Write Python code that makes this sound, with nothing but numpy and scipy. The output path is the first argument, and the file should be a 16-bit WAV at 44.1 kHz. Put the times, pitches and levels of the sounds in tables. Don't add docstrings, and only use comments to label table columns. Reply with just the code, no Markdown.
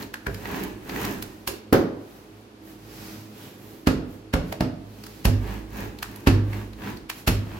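import sys
import numpy as np
from scipy import signal
from scipy.fft import rfft, irfft, next_fast_len
from scipy.io import wavfile

SR = 44100
rng = np.random.default_rng(int(sys.argv[2]) if len(sys.argv) > 2 else 0)


def wrap_up_sound(samples):
    columns = np.atleast_2d(samples).T
    tamed = np.clip(columns, -1, 1)
    steps = np.round(tamed * 32767).astype(np.int16)
    wavfile.write(sys.argv[1], SR, steps)


N = 334719
TIME = np.arange(N) / SR
TAPS = 4096
HZ = np.fft.rfftfreq(TAPS, 1 / SR)
# f/Hz, width/Hz, level/dB
PIN_NOTES = [(1684.6, 320, 4.5), (2594, 650, 1), (4430, 930, 3), (5130, 700, 1.5)]


def knocks(low_hz=150, spot_t60=0.031, chatter_t60=0.22, slap_delay_s=0.001013, room_db=-1):
    # t/s, thud/dB, extra bass/dB, contact/ms, ring of the struck spot/Hz, ring/dB,
    # chatter/dB, slap/dB, slap fade/ms, slap brightness/(dB per octave)
    landings = [(0.269, -21, 6, 0.5, 440, -30, -32, -42, 3.1, 4),
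                (1.475, -37, 13, 0.44, 1080, -30, -32, -20, 7.6, 2.5),
                (1.726, -11, -33, 0.14, 265, -5.5, -15, -30, 8.8, 9),
                (1.729, -17, -12, 0.26, 536, -7, -14, -21, 6.7, 6.5),
                (3.8716, -4.5, -10, 0.57, 279, -6.5, -22, -18, 7.4, -2.5),
                (4.3378, -3.5, -12, 0.84, 394, -12, -23.5, -21, 5.8, -3),
                (4.607, -10, -9, 0.37, 626, -15, -26.5, -23.5, 4.2, -2.5),
                (5.2526, -4, 2.5, 0.85, 336, -14, -25.5, -18, 5.6, -0.3),
                (6.272, -2, 1.5, 0.78, 300, -2, -28, -16, 12, -3.5),
                (7.2758, -4.5, -0.5, 0.88, 323, -14.5, -26.5, -17.5, 12.6, 0)]
    # f/Hz, level/dB, t60/s (time to fade by 60 dB)
    table_notes = [(53.5, -28.5, 1.7), (62.7, -14, .14), (102.83, -13.5, 0.7), (133.3, -20, .3),
                   (179.6, -25.5, 0.61), (202.4, -4, 0.026), (253.3, -14.5, 0.32), (285, -1.5, 0.042),
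                   (381, -24, 0.22), (468, -24, 0.098), (522, -38, 0.089), (585.6, -23, 0.11),
                   (706, -9, 0.034), (780, -23, 0.16), (1046, -60, 0.073), (1370, -14, 0.082)]
    # f/Hz, level/dB
    chatter_tone = [(40, -26.5), (130, -30), (260, -5.5), (400, -2.5), (620, -9), (950, -14.5), (1350, -14),
                    (2500, -27), (6000, -36.5), (16000, -89)]
    out, t = np.zeros((2, N)), np.arange(SR) / SR
    hz, note_db, t60 = np.transpose(table_notes)[:, :, None]
    notes = amp(note_db - 60 * t / t60) * np.sin(2 * np.pi * hz * t)
    lowness = 1 / (1 + (hz / low_hz) ** 4)
    chatter_fade = np.exp(-np.log(1000) * t[:SR // 2] / chatter_t60)
    lead = TAPS / SR / 4
    slap_at = lead + slap_delay_s
    for (s, thud_db, bass_db, contact_ms, spot_hz, spot_db,
         chatter_db, slap_db, slap_ms, tilt) in landings:
        push = t[:TAPS] * 1000 / contact_ms
        force = push * np.exp(-push)
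        ring = (notes * amp(bass_db * lowness)).sum(0)
        thud = signal.oaconvolve(ring, force / force.sum())[:SR]
        chatter = colour(noise(SR // 2) * chatter_fade, read(chatter_tone))
        blow = np.zeros((2, SR))
        add(blow, lead, amp(thud_db) * thud)
        add(blow, lead, amp(spot_db) * ping(spot_hz, spot_t60))
        add(blow, slap_at, amp(slap_db) * clack())
        add(blow, lead, amp(chatter_db) * chatter)
        add(blow, *smack(slap_at, slap_db, slap_ms, slap_shape(tilt), rise_ms=4 * contact_ms))
        add(out, s - lead, kitchen(blow, room_db))
    return out


def clack(clack_db=-4):
    notes = (amp(db) * ping(hz, np.log(1000) / (np.pi * width)) for hz, width, db in PIN_NOTES)
    return amp(clack_db) * sum(notes)


def smack(s, db, fade_ms, shape_db, rise_ms):
    lead = TAPS // 8
    ms = (np.arange(TAPS) - lead) * 1000 / SR
    swell = np.exp(np.minimum(ms / rise_ms, -ms / fade_ms))
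    spectrum = rfft(diffuse(swell * rng.standard_normal((2, TAPS)), shared=0.087))
    burst = irfft(spectrum / abs(spectrum))
    burst *= swell ** (1 / 4)
    burst *= np.linalg.norm(swell) / np.linalg.norm(burst[0])
    return s - lead / SR, amp(db) * colour(burst, shape_db)


def slap_shape(tilt):
    # f/Hz, level/dB
    slap_tone = [(100, -39.5), (500, -8), (900, 1), (1700, -3), (2700, -0.5), (3500, -5), (4700, -7.5),
                 (7000, -10), (9000, -14), (11500, -5.5), (14000, -9), (18000, -12.5)]
    return read(slap_tone) + pin_colour() + tilt * np.log2(HZ + 1)


def pin_colour():
    return sum(db / (1 + (2 * (HZ - hz) / width) ** 2) for hz, width, db in PIN_NOTES)


def rolling(rub_db=-1, flour_db=3, rumble_db=-6, sway_db=-27):
    # t/s at full speed, length/s, level/dB, change for the flour's hiss/dB
    rolls = [(0.0, 0.1, -39, -8.5), (0.558, 0.27, -36, -11), (1.022, 0.29, -34.5, -9),
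             (5.506, 0.2, -41, -13), (5.801, 0.16, -39, -10.5), (6.137, 0.37, -51.5, -7.5),
             (6.563, .19, -44, -10.5), (6.87, 0.16, -40, -12), (7.539, 0.19, -45.5, -13.5)]
    # f/Hz, level/dB
    rub_tone = [(200, -28), (450, -36), (560, -6.5), (900, 3), (1350, -3), (1850, -3), (2700, -5.5),
                (3700, -12), (6000, -22.5), (9000, -38), (16000, -34)]
    flour_tone = [(1500, -20), (4000, -5), (6500, 3), (9000, -7), (12500, 5), (16000, 3.5)]
    rumble_tone = [(25, -44), (55, -8), (80, 1), (103, -4.5), (140, -7.5), (215, 2.5), (280, 2.5),
                   (400, 0.5), (520, -8.5), (1000, -9), (4000, -71)]
    sway_tone = [(25, 15.5), (40, 3), (53, 6.5), (70, -3), (85, -16), (104, 7), (140, -7), (400, -31)]
    effort, crush = np.zeros((2, N))
    for s, length, db, hiss_db in rolls:
        arch = amp(db) * stroke(s, length, end_db=-10.5)
        effort += arch
        crush += amp(hiss_db) * arch
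    rub = colour(grit(per_s=600, spread_db=5.0, share=0.38), read(rub_tone) + pin_colour()) * effort
    flour = colour(grit(per_s=280, spread_db=4.5, share=0.46), read(flour_tone)) * crush
    rumble = colour(noise(N), read(rumble_tone)) * effort ** 0.83
    sway = colour(noise(N), read(sway_tone)) * effort ** 0.29
    return amp(rub_db) * rub + amp(flour_db) * flour + amp(rumble_db) * rumble + amp(sway_db) * sway


def clicks(tock_db=-10, tock_t60=0.011):
    # t/s, level/dB, ring/Hz, ring boost/dB, brightness/(dB per octave)
    touches = [(0.028, -37.5, 4340, 17, 3.5), (0.142, -26, 1550, 9, -1), (0.268, -21.5, 1660, 15.5, -2.5),
               (0.346, -35, 4960, 4, 1), (0.456, -30, 1960, 9, -3.5), (0.637, -31, 12600, 4, 2.5),
               (0.896, -30, 4600, 3, -2.5), (0.962, -30, 1910, 18, 1), (1.051, -27, 5500, 1, 1),
               (1.226, -26.5, 1480, 4, 2.5), (4.526, -25, 650, 14, -1.5), (5.039, -37.5, 5100, 10, 1),
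               (5.067, -36.5, 2550, -11, 0), (5.989, -38, 4330, 7, -0.5), (6.029, -23, 1430, 6, 0.5),
               (6.161, -37.5, 11400, 8, 1), (6.532, -33, 1990, 13, -1.5), (6.734, -44, 3960, 9, -1.5),
               (6.972, -40, 4400, 12, 1), (7.1, -22, 2570, 3, 0), (7.2803, -22.5, 4400, 2, -0.7)]
    out = np.zeros((2, N))
    for s, db, hz, ring_db, tilt in touches:
        tone = slap_shape(tilt) + ring_db * bump(hz)
        add(out, *smack(s, db, fade_ms=4.26, shape_db=tone, rise_ms=2.45))
        add(out, s, amp(db + ring_db + tock_db) * ping(hz, tock_t60))
    return out


def sliding(slide_db=5, drag_db=-29, scrape_db=4):
    # t/s at full speed, length/s, level/dB, pitch of the scrape/Hz
    slides = [(0.374, 0.22, -55.5, 1900), (1.263, 0.39, -60, 1870), (2.137, 0.27, -61.5, 1200),
              (2.396, 0.099, -69, 1490), (2.693, 0.099, -57, 12000), (3.052, 0.36, -50, 5030),
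              (3.433, 0.18, -53, 3230), (3.692, 0.25, -57.5, 12800), (4.13, 0.099, -61, 13200),
              (4.5, 0.1, -56, 1500), (5.115, 0.42, -57, 4500), (7.187, 0.062, -50, 11530)]
    # f/Hz, level/dB
    swish_tone = [(100, 4), (300, -6), (700, 2), (1500, 3), (3000, 0), (5000, -3.5), (7000, -5.5),
                  (9000, -11.5), (11500, -2), (16000, -3.5)]
    drag_tone = [(40, -46), (100, 4), (160, -5.5), (220, 0), (350, -5), (600, -9), (800, -9), (2000, -28.5)]
    friction = grit(per_s=5300, spread_db=7.5, share=0.098)
    swish, effort = np.zeros((2, N)), np.zeros(N)
    for s, length, db, hz in slides:
        arch = amp(db) * stroke(s, length, end_db=-8)
        heard = np.flatnonzero(abs(TIME - s) < 2 * length)
        tone = read(swish_tone) + scrape_db * bump(hz)
        swish[:, heard] += colour(friction[:, heard], tone) * arch[heard]
        effort += arch
    drag = colour(noise(N), read(drag_tone)) * effort ** 0.42
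    return amp(slide_db) * swish + amp(drag_db) * drag


def stroke(s, length, end_db):
    return amp(np.maximum(end_db * (2 * (TIME - s) / length) ** 2, -200))


def grit(per_s, spread_db, share):
    hits = rng.random((2, N)) < per_s / SR
    signs = rng.choice([-1, 1], (2, N))
    sizes = amp(spread_db * np.minimum(rng.exponential(1, N), 4))
    grains = hits * signs * sizes
    grains /= np.sqrt(np.mean(grains ** 2) + 1e-20)
    smooth = rng.standard_normal((2, N))
    return diffuse(np.sqrt(share) * grains + np.sqrt(1 - share) * smooth, shared=0.25)


def kitchen(pair, room_db, build_s=0.0012, echo_hz=1500):
    # t/s, level/dB
    bounces = [(.0052, -21.5), (0.0149, -7.5), (0.0296, -12.5), (0.06, -36)]
    # f/Hz, t60/s
    tail_fade = [(100, 0.75), (260, 0.48), (700, 0.81), (1840, 0.51), (4850, 0.41), (9000, 0.26),
                 (16000, 0.32)]
    # f/Hz, level/dB
    tail_tone = [(50, -22), (130, 5.5), (300, 4), (800, -6), (3000, -3.5), (8000, -0.5), (17000, -8)]
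    size = SR // 2
    hz, t, bands = signal.stft(noise(size), SR, nperseg=256)
    rate = np.log(1000) / read(tail_fade, hz)[:, None]
    fade = np.sqrt(2 * rate / SR) * np.exp(-rate * t)
    bands = bands * amp(read(tail_tone, hz))[:, None] * fade
    tail = signal.istft(bands, SR, nperseg=256)[1][:, :size]
    tail *= 1 - np.exp(-TIME[:size] / build_s)
    echoes = np.zeros(size)
    for s, db in bounces:
        add(echoes, s, amp([db]))
    response = amp(room_db) * tail + signal.lfilter(*signal.butter(1, echo_hz, fs=SR), echoes)
    return pair + signal.fftconvolve(pair, response, axes=1)[:, :pair.shape[1]]


def background(air_db=-50, waver=0.92):
    # f/Hz, level/dB
    air_tone = [(25, -46), (60, -12), (103, -4), (160, -13.5), (230, 0.5), (330, 1.5), (550, -9),
                (1000, -12), (2000, -17.5), (4500, -22), (9000, -33), (12000, -30), (16000, -44)]
    hum_notes = [(53.2, -65), (106.3, -58.5), (212.6, -57), (319, -57), (423, -62.5), (499, -70)]
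    turns = np.linspace(0, TIME[-1], num=N // 8192)
    hum = np.zeros(N)
    for hz, db in hum_notes:
        nudges = rng.standard_normal(len(turns)) + 1j * rng.standard_normal(len(turns))
        wobble = 1 + waver * np.interp(TIME, turns, nudges)
        hum += np.sqrt(2) * amp(db) * (wobble * np.exp(2j * np.pi * hz * TIME)).real
    return amp(air_db) * colour(noise(N), read(air_tone)) + hum


def ping(hz, t60):
    t = TIME[:TAPS]
    return np.sin(2 * np.pi * hz * t) * np.exp(-np.log(1000) * t / t60)


def noise(size):
    return diffuse(rng.standard_normal((2, size)))


def diffuse(pair, shared=0, spacing_m=0.17):
    size = next_fast_len(pair.shape[1], real=True)
    a, b = rfft(pair, size)
    same = np.sinc(2 * np.fft.rfftfreq(size, 1 / SR) * spacing_m / 343)
    turn = np.arccos(np.clip(shared + (1 - shared) * same, -1, 1)) / 2
    mid, side = a * np.cos(turn), b * np.sin(turn)
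    return irfft(np.array([mid + side, mid - side]), size)[:, :pair.shape[1]]


def colour(pair, db):
    log_gain = np.log(amp(np.r_[db, db[-2:0:-1]]))
    taps = np.fft.ifft(np.exp(np.conj(signal.hilbert(log_gain)))).real
    return signal.oaconvolve(pair, taps[None] / np.linalg.norm(taps), axes=1)[:, :pair.shape[1]]


def bump(hz, width_octaves=0.25):
    return 1 / (1 + (np.log2((HZ + 1) / hz) / width_octaves) ** 2)


def read(points, hz=HZ):
    f, value = np.transpose(points)
    return np.interp(np.log(hz + 1), np.log(f + 1), value)


def amp(db):
    return 10 ** (np.asarray(db) / 20)


def add(mix, s, sound):
    part = mix[..., max(round(s * SR), 0):][..., :sound.shape[-1]]
    part += sound[..., :part.shape[-1]]


def scene():
    hits = knocks() + kitchen(clicks(), room_db=-3.0)
    strokes = kitchen(rolling() + sliding(), room_db=0.5)
    return hits + strokes + background()


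def record(dry, low_cut_hz=39, high_cut_hz=16150):
    # f/Hz, left minus right/dB
    balance = [(60, -4), (150, -0.5), (350, -4), (700, -0.5), (1300, -1.5), (2400, 0), (4400, 1),
               (8000, -4), (12000, -7.5), (16000, -6.5)]
    size = next_fast_len(N, real=True)
    lean_db = read(balance, np.fft.rfftfreq(size, 1 / SR))
    gains = amp(np.array([lean_db, -lean_db]) / 2)
    gains /= np.sqrt(np.mean(gains ** 2, axis=0))
    heard = irfft(rfft(dry, size) * gains, size)[:, :N]
    heard = signal.sosfilt(signal.butter(5, low_cut_hz, "high", fs=SR, output="sos"), heard)
    rounded = heard / (1 + heard ** 6) ** (1 / 6)
    high_cut = signal.firwin(511, high_cut_hz, window=("kaiser", 8), fs=SR)
    return signal.oaconvolve(rounded, high_cut[None], "same")


dry = scene()
out = record(dry)
wrap_up_sound(out)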